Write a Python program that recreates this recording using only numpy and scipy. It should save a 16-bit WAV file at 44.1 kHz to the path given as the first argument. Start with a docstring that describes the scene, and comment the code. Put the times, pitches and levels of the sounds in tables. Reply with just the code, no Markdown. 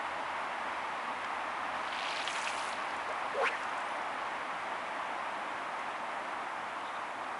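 """A far roar with a low drone lies over a wooded river pool; it holds steady, then slowly recedes.
Some way from the microphone an angler makes one long fly cast. The line peels off the water in a
hiss of spray and ringing drops, rod and line whoosh as they shed eddies in the air, and the line
ticks against the rod and shoots out through the rings. Near the end a far bird gives a few faint
chips. The trees on the banks add a short echo to angler and bird."""
import sys
import numpy as np
from scipy import signal
from scipy.fft import rfft, irfft, next_fast_len
from scipy.io import wavfile
from scipy.ndimage import uniform_filter1d

SR = 44100
rng = np.random.default_rng(int(sys.argv[2]) if len(sys.argv) > 2 else 0)


def log_audio(samples):
    """Write samples as a 16-bit WAV file to the path given in sys.argv[1]."""
    # one column per channel
    frames = np.atleast_2d(samples).T
    # limit to full scale, then quantise
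    limited = np.clip(frames, -1, 1)
    pcm = np.round(limited * 32767).astype(np.int16)
    wavfile.write(sys.argv[1], SR, pcm)


N = 325899
TIME = np.arange(N) / SR


def amp(db):
    """Decibels to gain."""
    return 10 ** (np.asarray(db) / 20)


def unit(x):
    """Scales to rms 1."""
    return x / np.sqrt(np.mean(x ** 2) + 1e-20)


def read(points, hz):
    """Reads a curve of (frequency, value) points on a log-frequency axis."""
    freqs, values = np.transpose(points)
    return np.interp(np.log(hz + 1), np.log(freqs + 1), values)


def colour(x, points):
    """Filters x by a curve of (freq_hz, level_db) points, at rms 1."""
    size = next_fast_len(len(x))
    gain = amp(read(points, np.fft.rfftfreq(size, 1 / SR)))
    return unit(irfft(rfft(x, size) * gain, size)[:len(x)])


def wander(size, width_hz):
    """Complex noise of power near 1 that changes about width_hz times a second."""
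    hz = np.fft.fftfreq(next_fast_len(size + 4096), 1 / SR)
    white = rng.standard_normal((len(hz), 2)) @ [1, 1j]
    slow = np.fft.ifft(np.fft.fft(white) * np.exp(-(hz / width_hz) ** 2))
    return slow[:size] / np.sqrt(np.mean(abs(slow) ** 2))


def add(mix, start_s, sound):
    """Mixes a sound in at start_s."""
    part = mix[max(round(start_s * SR), 0):][:len(sound)]
    part += sound[:len(part)]


def fuzzy_tone(t, hz, db, spread, evenness, hiss_db=None):
    """A noise band of relative width spread around a pitch, like the eddies shed by a moving rod."""
    turns = np.cumsum(hz) / SR
    # the eddies lose step after a set number of cycles, so the band widens as the pitch climbs
    eddies = np.interp(turns * SR / hz.mean(), np.arange(len(t)), wander(len(t), spread * hz.mean()))
    eddies /= (abs(eddies) + .17) ** evenness
    tone = unit((eddies * np.exp(2j * np.pi * turns)).real)
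    if hiss_db is not None:  # the turbulent wake hisses more at speed
        wake = [(100, -35), (300, -14), (600, -2), (1800, 6), (3200, 1), (7000, -13), (11000, -16)]
        tone += amp(hiss_db) * hz / hz.max() * colour(rng.standard_normal(len(t)), wake)
    out = np.zeros(N)
    add(out, t[0], amp(db) * tone * signal.windows.tukey(len(t), .02))
    return out


def far_roar(recede_at_s=3.0, sink_db_per_s2=.1, dull_db_per_oct_s=.2, drone_fade_db_per_s=2.6):
    """A distant roar holds, then sinks ever faster and dulls; its drone fades, a low rumble stays."""
    # spectrum of the roar: freq_hz, relative_db
    roar_spectrum = [(88, -41), (160, -23), (230, -10.5), (315, -9.3), (450, -12.3), (630, -2.5),
                     (850, 1.5), (1100, .5), (1400, -4), (2100, -8), (3300, -18.5), (4300, -26.5),
                     (6800, -32), (10800, -35), (14000, -64)]
    # spectrum of the rumble beneath it: freq_hz, relative_db
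    rumble_spectrum = [(20, -32), (35, -18), (55, -5), (80, -1), (125, 1.5), (165, 0.5), (230, -12),
                       (400, -50)]
    frames, hz = N // 256 + 5, np.fft.rfftfreq(1024, 1 / SR)
    real, imag, patches = rng.standard_normal((3, frames, len(hz)))
    patches = uniform_filter1d(patches, size=14, axis=0)
    patches_db = .43 * unit(uniform_filter1d(patches, size=12, axis=1))
    receding_s = np.maximum(np.arange(frames)[:, None] * 256 / SR - recede_at_s, 0)
    level_db = 2 - sink_db_per_s2 * receding_s ** 2
    octaves = np.log2(np.clip(hz, 400, 3000) / 900)
    tilt_db = (.45 - dull_db_per_oct_s * receding_s) * octaves
    drift_share = np.interp(hz, [4000, 7000], [1, .2])  # the top hiss hardly drifts
    field_db = read(roar_spectrum, hz) + drift_share * (level_db + tilt_db) + patches_db
    roar = signal.istft(((real + 1j * imag) * amp(field_db)).T, nperseg=1024, noverlap=768)[1][:N]
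    rumble = colour(rng.standard_normal(N), rumble_spectrum)
    drone_db = -71 - drone_fade_db_per_s * np.maximum(TIME - recede_at_s, 0)
    drone = fuzzy_tone(TIME, hz=np.full(N, 77), db=drone_db, spread=.046, evenness=.4)
    return amp(-37.7) * unit(roar) + amp(-69.7) * rumble + drone


def ticks(rows, spread, gain_db, splash_db=1, rise_s=.0012):
    """Each small impact is a short, pitched burst with a splash of noise around that pitch."""
    out, t = np.zeros(N), np.arange(2048) / SR
    for start_s, db, hz, t60_s in rows:
        body = np.cos(2 * np.pi * hz * t + 1.1 * unit(wander(len(t), spread * hz).real))
        splash_spectrum = [(hz / 3, -22), (.55 * hz, 0), (1.17 * hz, 0), (1.8 * hz, -20), (4 * hz, -38)]
        splash = colour(rng.standard_normal(len(t)), splash_spectrum)
        envelope = amp(db + gain_db - 60 * t / t60_s) * (1 - np.exp(-t / rise_s))
        add(out, start_s, envelope * (body + amp(splash_db) * splash))
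    return out


def single_drops():
    """Loud single drops and ticks of line strike the pool and ring briefly."""
    # impacts on the water: start_s, relative_db, pitch_hz, t60_s
    drops = [ (1.2448, -26.5, 3100, .016), (1.2458, -45, 6400, .02), (1.873, -35, 3500, .016),
             (1.926, -27.5, 2550, .04), (1.959, -31, 2700, .022), (1.9885, -29.5, 2850, .026),
             (2.006, -28.5, 2750, .026), (2.027, -30, 3700, .026), (2.048, -29, 3400, .024),
             (2.084, -25, 2750, .018), (2.1055, -27.5, 3600, .018), (2.127, -30, 3500, .018),
             (2.161, -29, 3800, .02), (2.168, -27.5, 3600, .026), (2.1965, -29, 3900, .026),
             (2.2156, -30, 3700, .02), (2.2485, -35.5, 6600, .015), (2.275, -19, 3000, .02),
             (2.2835, -37, 7000, .014), (2.287, -30, 3100, .02), (2.297, -30, 2900, .03),
             (2.3066, -35.5, 6600, .015), (2.308, -30, 2550, .018), (2.3283, -34.5, 6800, .015),
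             (2.3525, -27.5, 2400, .03), (2.3572, -36, 7200, .014), (2.3615, -29.5, 2750, .02),
             (2.3826, -35, 7000, .015), (2.4034, -36.5, 6600, .015), (2.4213, -35.5, 6300, .016),
             (2.4426, -34, 6200, .026), (2.457, -28.5, 2700, .02), (2.472, -24, 2250, .032),
             (2.479, -34.5, 6600, .015), (2.4994, -35, 6300, .016), (2.578, -37, 7800, .016),
             (2.688, -37.5, 6500, .018), (2.7272, -31, 3900, .026), (2.8227, -42, 5400, .018),
             (2.87, -46, 5200, .016), (2.906, -42.5, 5000, .03), (2.9645, -42, 7200, .016),
             (3.089, -46.5, 6000, .024), (3.1245, -44.5, 8000, .018), (7.2399, -39, 3300, .022), ]
    return ticks(drops, spread=.22, gain_db=-4.3)


def droplets(spectrum, per_s, scatter_db, cycles):
    """A rain of tiny impacts of scattered size, each ringing a few cycles at its own pitch."""
    hits = np.flatnonzero(rng.random(N) < per_s / SR)
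    size_draw, pitch_draw, sign_draw = rng.random((len(hits), 3)).T[:, :, None]
    sizes = amp(scatter_db * np.minimum(-np.log(1 - size_draw), 4))
    hz, taps = 1500 * 8 ** pitch_draw, np.arange(200)
    turns = hz * taps / SR
    rings = sizes * hz * np.exp(-turns / cycles) * np.sin(2 * np.pi * turns) * np.sign(sign_draw - .5)
    rain = np.bincount((hits[:, None] + taps).ravel(), rings.ravel(), N)[:N]
    return colour(rain, spectrum)


def spray(crest, level_db, build_db, thin_db, fall_db, clear_s=.09, settle_db_per_s=15):
    """Gain of one size of drop: in each pull it builds and thins, then settles with the line clear."""
    # pulls on the line, the long sweep back and the forward cast: start_s, length_s, relative_db
    pulls = [(1.65, 1.05, 0), (3.25, .45, -17)]
    gain = np.zeros(N)
    for start_s, length_s, pull_db in pulls:
        # crest is a share of the pull; build_db and thin_db are slopes per whole pull
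        progress = np.minimum((TIME - start_s) / length_s, 1)
        pulling_db = np.minimum(build_db * (progress - crest), thin_db * (crest - progress))
        # the spray drops quickly, then what is in the air patters back
        after_s = np.maximum(TIME - start_s - length_s, 0)
        settling_db = fall_db * np.minimum(after_s / clear_s, 1) - settle_db_per_s * after_s
        gain += amp(level_db + pull_db + pulling_db + settling_db) * np.clip(10 * progress, 0, 1)
    return gain


def peel(flutter_db=-.2):
    """The line tears out of the surface: coarse drops first, then finer drops and mist as it speeds up."""
    # spectra of the three sizes of drop: freq_hz, relative_db
    coarse_spectrum = [(600, -35), (1500, -7), (2400, 7), (4300, -1.5), (5300, -6.5), (7000, -30),
                       (11000, -37)]
    fine_spectrum = [(1500, -35), (3500, -21), (5000, -1.5), (6300, 5), (8000, -.5), (11000, -11)]
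    mist_spectrum = [(3000, -30), (6500, -8), (8500, -2), (10000, 3), (11000, -4)]
    coarse = droplets(coarse_spectrum, per_s=1700, scatter_db=3.2, cycles=2.5)
    coarse *= spray(crest=.39, level_db=-43, build_db=43, thin_db=6, fall_db=-7.5)
    fine = droplets(fine_spectrum, per_s=4500, scatter_db=4.0, cycles=2.6)
    fine *= spray(crest=.7, level_db=-51, build_db=32, thin_db=21, fall_db=-10)
    mist = droplets(mist_spectrum, per_s=6300, scatter_db=1.5, cycles=2.8)
    mist *= spray(crest=.71, level_db=-55, build_db=34, thin_db=2, fall_db=-12)
    return (coarse + fine + mist) * amp(flutter_db * unit(wander(N, width_hz=45).real))


def swish(*names, spread, evenness, hiss_db=None, pitch_ratio=1, gain_db=0, swell_power=1.1):
    """Each named stroke swells and dies in an arch while its pitch glides with its speed."""
    # strokes of rod and line through the air, by name:
    # start_s, loudest_s, end_s, start_hz, loudest_hz, end_hz, level_db
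    strokes = { "lift": (3.08, 3.108, 3.135, 460, 590, 820, -38.3),
               "butt": (3.338, 3.358, 3.378, 500, 465, 440, -38),
               "shaft": (3.357, 3.399, 3.46, 590, 540, 450, -31.4),
               "mid rod": (3.385, 3.43, 3.455, 620, 820, 940, -35.2),
               "upper rod": (3.418, 3.446, 3.472, 1000, 1070, 1080, -33.3),
               "top section": (3.418, 3.445, 3.475, 1250, 1410, 1560, -34.2),
               "tip": (3.446, 3.471, 3.498, 1700, 2240, 2800, -30.1),
               "loop": (3.508, 3.533, 3.58, 2150, 1880, 1500, -40.5),
               "loop unrolling": (3.58, 3.643, 3.70, 1550, 1380, 1250, -41.8),
               "shoot": (3.795, 3.865, 3.91, 6700, 8900, 9800, -67),
               "shoot running": (3.865, 3.925, 4.0, 9500, 9750, 9800, -67),
               "shoot slowing": (4.07, 4.14, 4.22, 10100, 9500, 8800, -71.5), }
    out = np.zeros(N)
    for name in names:
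        start_s, loudest_s, end_s, *pitches_hz, level_db = strokes[name]
        t = np.arange(start_s, end_s, 1 / SR)
        progress = np.interp(t, [start_s, loudest_s, end_s], [0, .5, 1])
        hz = pitch_ratio * np.exp(np.interp(progress, [0, .5, 1], np.log(pitches_hz)))
        swell_db = swell_power * 20 * np.log10(np.sin(np.pi * progress) + 1e-6)
        out += fuzzy_tone(t, hz, level_db + gain_db + swell_db, spread, evenness, hiss_db)
    return out


def cast(flutter_db=.9):
    """The thick shaft hums low and each thinner section sings higher, up to the whip of the tip."""
    lift = swish("lift", spread=.11, evenness=.6)
    shaft = swish("butt", "shaft", spread=.13, evenness=.6, hiss_db=-20)
    upper = swish("mid rod", "upper rod", "top section", spread=.13, evenness=.6, hiss_db=-14.5)
    tip = swish("tip", spread=.21, evenness=.5, hiss_db=-8)
    # just below the tip the rod is thicker and slower, so it sings lower
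    below_tip = swish("tip", spread=.2, evenness=.39, pitch_ratio=.62, gain_db=-5.5)
    # the slowing loop falls in pitch, then line whistles out through the rings
    loop = swish("loop", "loop unrolling", spread=.19, evenness=.5)
    shoot = swish("shoot", "shoot running", "shoot slowing", spread=.065, evenness=.3)
    flutter = amp(flutter_db * unit(wander(N, width_hz=90).real))  # the wake breaks up in lumps
    return lift + flutter * (shaft + upper + tip + below_tip) + loop + shoot


def line_slaps(t60_s=.032):
    """The line slaps the rod in light, high ticks."""
    # impacts on the rod: start_s, relative_db, pitch_hz
    slaps = [(3.632, -43.5, 6000), (3.6936, -50, 6100), (3.776, -45.5, 8100), (3.8025, -46.5, 8800),
             (3.886, -47, 5300), (4.016, -51, 5800), (5.79, -49.5, 6450), (6.133, -54, 10000)]
    return ticks([(*row, t60_s) for row in slaps], spread=.2, gain_db=-4.2)


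def bird(length_s=.035):
    """A far bird gives short, hoarse chips that arch in pitch and level."""
    # the bird's chips: start_s, relative_db, top_pitch_hz
    chips = [(6.84, -57.5, 3700), (6.861, -53, 3680), (6.946, -56, 3720), (7.075, -59.5, 3680)]
    out = np.zeros(N)
    arch = np.sin(np.pi * np.linspace(0, 1, int(length_s * SR)))
    for start_s, db, hz in chips:
        turns = np.cumsum(hz * (1 - .05 * (1 - arch))) / SR
        hoarse_tone = 2 * (wander(len(arch), width_hz=330) * np.exp(2j * np.pi * turns)).real
        add(out, start_s, amp(db) * arch * hoarse_tone)
    return out


def banks(x, build_s=.06):
    """The trees on the banks scatter a short tail back to the microphone."""
    # decay of the echo: freq_hz, t60_s
    decay = [(300, 0.32), (2000, 0.36), (10000, 0.36)]
    hz, t, bands = signal.stft(rng.standard_normal(SR), SR, nperseg=256)
    bands *= amp(-60 * t / read(decay, hz)[:, None]) * np.minimum(t / build_s, 1)
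    tail = signal.istft(bands, SR, nperseg=256)[1]
    return signal.fftconvolve(x, tail / np.linalg.norm(tail))[:N]


def scene():
    """One microphone by the pool: the angler some way off, the bird and the roar far behind."""
    angler = single_drops() + line_slaps() + cast() + peel()
    chips = amp(-2.3) * bird()
    echo = banks(amp(-17) * angler + amp(-7) * chips)  # the bird is among the trees, so more echo
    return (angler + chips + echo + far_roar())[None]


def record(dry, edge_hz=11020):
    """The recorder's band limit cuts the top treble."""
    lowpass = signal.firwin(601, edge_hz, window=("kaiser", 9), fs=SR)
    return signal.oaconvolve(dry, lowpass[None], "same")


dry = scene()
out = record(dry)
log_audio(out)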